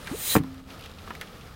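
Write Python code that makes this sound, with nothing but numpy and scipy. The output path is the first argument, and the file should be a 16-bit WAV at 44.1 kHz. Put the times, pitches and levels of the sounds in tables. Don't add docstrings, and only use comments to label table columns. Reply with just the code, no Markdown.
import sys
import numpy as np
from scipy import signal
from scipy.fft import rfft, irfft
from scipy.io import wavfile

SR = 44100
rng = np.random.default_rng(int(sys.argv[2]) if len(sys.argv) > 2 else 0)


def wrap_up_sound(samples):
    columns = np.atleast_2d(samples).T
    tamed = np.clip(columns, -1, 1)
    steps = np.round(tamed * 32767).astype(np.int16)
    wavfile.write(sys.argv[1], SR, steps)


N = 68355

# centre_s, peak_db, sigma_ms
BUCKLES = [(0.1146, -30, 0.64), (0.3542, -4, 0.15), (.3581, -8.5, 0.37), (0.3638, -6.5, 0.083),
           (0.3673, -4.5, 0.45), (0.374, -14.5, 0.48), (0.3903, -22, 0.48), (0.4041, -18.5, 0.71),
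           (0.4113, -20, 0.73), (0.4463, -29, .6), (1.1066, -29.5, 0.24)]
# pitch_hz, level_db, t60_s
BODY_MODES = [(84.5, -29.5, 0.38), (140, -31, 0.13), (163, -25, 0.24), (203.5, -15, 0.13), (264, -24, 0.91),
              (301.3, -18.5, 0.13), (448.3, -18, 0.096), (520, -47, 0.029), (760, -18, 0.11),
              (1105, -8.5, 0.072), (1320, -8, 0.022), (2350, -5.5, 0.029)]
# frequency_hz, level_db
TEAR_SPECTRUM = [(200, -9), (1000, 16.5), (2400, 3.5), (4500, -15), (8000, -14), (16000, -13)]
# time_s, jet_db, whistle_db, seam_ringing_db
LEAK_LEVELS = [(0, -61, -82, -61), (.13, -48, -74, -53.5), (.19, -38.5, -41, -43.5), (.25, -32.5, -35, -41),
               (.31, -28.5, -33, -27.5), (.348, -28.5, -29, -31), (.372, -39, -39, -44),
               (.39, -49, -58, -60), (.415, -81, -83, -83)]
# frequency_hz, level_db
JET_SPECTRUM = [(150, -15), (500, -6.5), (1300, -6), (2000, -1.5), (3300, 0.5), (4500, -5.5), (5600, -4),
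                (6700, 2.5), (7700, 0), (8700, 6.5), (10700, -8), (11300, -1.5), (13000, -2.5), (16000, -3)]
# pitch_hz, half_width_hz (of each of two stages), level_db
SEAM_MODES = [(1865, 66, -0.5), (3195, 180, -2.5), (3960, 206, 4), (5000, 63, 2.5), (6770, 70, -5),
              (7060, 45, 0), (8490, 42, -6), (8910, 160, -3.5), (9830, 200, 2.5), (10530, 80, 5),
              (10930, 98, -2)]
# pitch_hz, half_width_hz (of each of two stages), level_db
WHISTLE_MODES = [(13900, 220, 1), (14700, 260, 3), (15400, 300, -13)]
# start_s, rattle_db, pitch_hz, decay_s, snap_db (relative to the rattle)
CRACKS = [(0.06, -38, 1970, 0.0096, -18), (.072, -31.5, 1790, 0.0078, -4),
          (0.0774, -33.5, 1840, 0.0064, -14), (0.094, -37, 1820, 0.0056, -14),
          (.114, -38, 1280, 0.0082, -18), (0.3666, -31.5, 5470, 0.0018, 3),
          (0.3825, -35.5, 2060, 0.0085, -15), (0.436, -44, 930, 0.023, 2),
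          (0.5442, -52.5, 1290, 0.0033, 7.5), (0.7034, -43.5, 3100, 0.0066, -20),
          (0.793, -48, 2630, 0.016, 6), (.810, -49, 3000, 0.0041, 8.5), (0.8237, -43, 3070, .005, -8),
          (0.8383, -46, 3100, 0.026, -1), (0.8596, -42, 2900, 0.0069, -1), (0.985, -45, 2970, 0.0096, -19),
          (1.0757, -39, 1160, 0.0074, -22), (1.1053, -32, 1430, 0.0041, -13),
          (1.108, -36.5, 1080, 0.012, -30), (1.1514, -38.5, 2040, 0.007, 0), (1.2121, -28, 1920, .004, 0),
          (1.2185, -38, 1760, 0.014, -5), (1.271, -47.5, 3060, 0.011, -10),
          (1.4107, -44.5, 2930, .008, -18)]
# frequency_hz, level_db
SNAP_SPECTRUM = [(300, -9), (1800, 0.5), (3900, 3.5), (5500, -10), (10000, -8), (16000, -10)]
# time_s, level_db
ROLLING_NOISE_LEVELS = [(0, -44.5), (.1, -42.5), (.3, -46.5), (.42, -48.5), (.48, -49), (.6, -53.5),
                        (.655, -54), (.7, -45), (.85, -46), (.9, -48.5), (1.12, -45), (1.3, -47),
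                        (1.42, -47.5), (1.55, -48)]
# frequency_hz, level_db
TREAD_SPECTRUM = [(150, 7.5), (350, 1.5), (450, 6.5), (540, 2), (800, 1.5), (1000, -3), (1280, 5),
                  (1500, -2.5), (2200, -5.5), (3200, -7.5), (5000, -10.5), (7000, -17.5), (16000, -20.5)]
# frequency_hz, level_db
GRIT_SPECTRUM = [(500, 17), (1500, -29.5), (3300, 12), (6000, -0.5), (16000, -39)]
# frequency_hz, level_db
RUMBLE_SPECTRUM = [(20, 0), (55, 1.5), (85, 3.5), (115, -3), (145, -2), (220, -4.5), (320, -17.5),
                   (700, -42.5)]

BUCKLE_LOW_HZ = 75
REBOUND_DB, REBOUND_DELAY_SIGMAS = -11, 3.1
TEAR_DB, TEAR_DECAY_S, TEAR_LEAD_S = -21.5, 0.0087, 0.00113
TEAR_GROWTH = 1.45
SEAM_FLICKER_DB, SEAM_FLICKER_PER_S = 5, 40
GULP_START_S, GULP_LENGTH_S = 0.1125, 0.0405
GULP_START_HZ, GULP_OCTAVES_PER_S = 212.5, 29
GULP_DB, GULP_FADE_DB_PER_S, GULP_OVERTONE_DB = -27.5, 74, -21
GULP_ATTACK_S, GULP_RELEASE_S = 0.0026, 0.0025
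CRACK_RELATIVE_WIDTH, SNAP_DECAY_S = 0.38, 0.002
FLUTTER_DB, FLUTTER_PER_S = 1.5, 35.17
GRIT_PER_S, GRIT_SPREAD_DB, GRIT_DB, GRIT_DECAY_S = 710, 6.5, -12, 0.0031
RUMBLE_DB = -47.5
MIC_LOW_HZ, TOP_HZ = 29.2, 15900


def undb(db):
    return 10 ** (np.asarray(db) / 20)


def unit(x):
    return x / np.sqrt(np.mean(x ** 2))


def clock():
    return np.arange(N) / SR


def curve(table, column=1):
    rows = np.array(table)
    return undb(np.interp(clock(), rows[:, 0], rows[:, column]))


def colour(x, spectrum):
    hz, db = np.array(spectrum).T
    bins_hz = np.maximum(np.fft.rfftfreq(N, 1 / SR), 1)
    gain = undb(np.interp(np.log(bins_hz), np.log(hz), db))
    return unit(irfft(rfft(x) * gain, N))


def resonate(x, hz, width):
    b, a = signal.iirpeak(hz, max(hz / width, .5), fs=SR)
    return signal.lfilter(b, a, x)


def fade(start, decay):
    age = clock() - start
    return (age >= 0) * np.exp(-np.maximum(age, 0) / decay)


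def ring(x, response):
    return signal.fftconvolve(x, response)[:N]


def noise():
    return rng.standard_normal(N)


def walk(rate):
    return np.interp(clock() * rate, np.arange(N), noise())


def band(hz, half_width):
    once = resonate(noise(), hz, 2 * half_width)
    return resonate(once, hz, 2 * half_width)


def collapse():
    t = clock()
    ms = 1e-3
    push, rebound, tear_envelope = np.zeros(N), np.zeros(N), np.zeros(N)
    for centre_s, peak_db, sigma_ms in BUCKLES:
        age = (t - centre_s) / (sigma_ms * ms)
        push -= undb(peak_db) * np.exp(-.5 * age ** 2)
        rebound += undb(peak_db + REBOUND_DB) * np.exp(-.5 * (age - REBOUND_DELAY_SIGMAS) ** 2)
        tear_envelope += undb(TEAR_GROWTH * peak_db) * fade(centre_s - TEAR_LEAD_S, TEAR_DECAY_S)
    high_pass = signal.butter(1, BUCKLE_LOW_HZ, "high", fs=SR, output="sos")
    thump = signal.sosfilt(high_pass, push + rebound)
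    modes = sum(undb(db - 60 * t / t60) * np.cos(2 * np.pi * hz * t) for hz, db, t60 in BODY_MODES)
    ringing = ring(push, modes) / (SR * ms)
    tear = tear_envelope * colour(noise(), TEAR_SPECTRUM)
    return thump + ringing + undb(TEAR_DB) * tear


def leak():
    rings = np.zeros(N)
    for hz, half_width, db in SEAM_MODES:
        flicker_db = SEAM_FLICKER_DB * walk(SEAM_FLICKER_PER_S)
        rings += undb(db + flicker_db) * band(hz, half_width)
    whistle = sum(undb(db) * band(hz, half_width) for hz, half_width, db in WHISTLE_MODES)
    jet = colour(noise(), JET_SPECTRUM) * curve(LEAK_LEVELS)
    whistle = unit(whistle) * curve(LEAK_LEVELS, column=2)
    rings = unit(rings) * curve(LEAK_LEVELS, column=3)
    return jet + whistle + rings


def gulp():
    age = np.maximum(clock() - GULP_START_S, 0)
    held = np.minimum(age, GULP_LENGTH_S)
    pitch_hz = GULP_START_HZ * 2 ** (GULP_OCTAVES_PER_S * held) * (age > 0)
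    phase = 2 * np.pi * np.cumsum(pitch_hz) / SR
    attack = np.minimum(age / GULP_ATTACK_S, 1)
    release = np.exp((held - age) / GULP_RELEASE_S)
    level = undb(GULP_DB - GULP_FADE_DB_PER_S * held)
    tone = np.sin(phase) + undb(GULP_OVERTONE_DB) * np.sin(2 * phase)
    return -level * attack * release * tone


def cracks():
    out = np.zeros(N)
    snap = colour(noise(), SNAP_SPECTRUM)
    for start_s, rattle_db, hz, decay_s, snap_db in CRACKS:
        narrow = resonate(noise(), hz, CRACK_RELATIVE_WIDTH * hz)
        rattle = unit(resonate(narrow, hz, 2 * hz)) * fade(start_s, decay_s)
        out += undb(rattle_db) * (rattle + undb(snap_db) * snap * fade(start_s, SNAP_DECAY_S))
    return out


def rolling():
    tread = colour(noise(), TREAD_SPECTRUM) * undb(FLUTTER_DB * walk(FLUTTER_PER_S))
    hits = rng.random(N) < GRIT_PER_S / SR
    strength = undb(GRIT_SPREAD_DB * np.minimum(rng.exponential(size=N), 5))
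    grains = hits * strength * np.sign(noise())
    grain_response = noise() * fade(0, GRIT_DECAY_S)
    grit = colour(ring(grains, grain_response), GRIT_SPECTRUM)
    return curve(ROLLING_NOISE_LEVELS) * (tread + undb(GRIT_DB) * grit)


def rumble():
    return undb(RUMBLE_DB) * colour(noise(), RUMBLE_SPECTRUM)


def scene():
    mix = collapse() + leak() + gulp() + cracks() + rolling() + rumble()
    return mix[None, :]


def record(dry):
    high_pass = signal.butter(2, MIC_LOW_HZ, "high", fs=SR, output="sos")
    low_pass = signal.ellip(10, .2, 80, TOP_HZ, fs=SR, output="sos")
    return signal.sosfilt(low_pass, signal.sosfilt(high_pass, dry))


dry = scene()
out = record(dry)
wrap_up_sound(out)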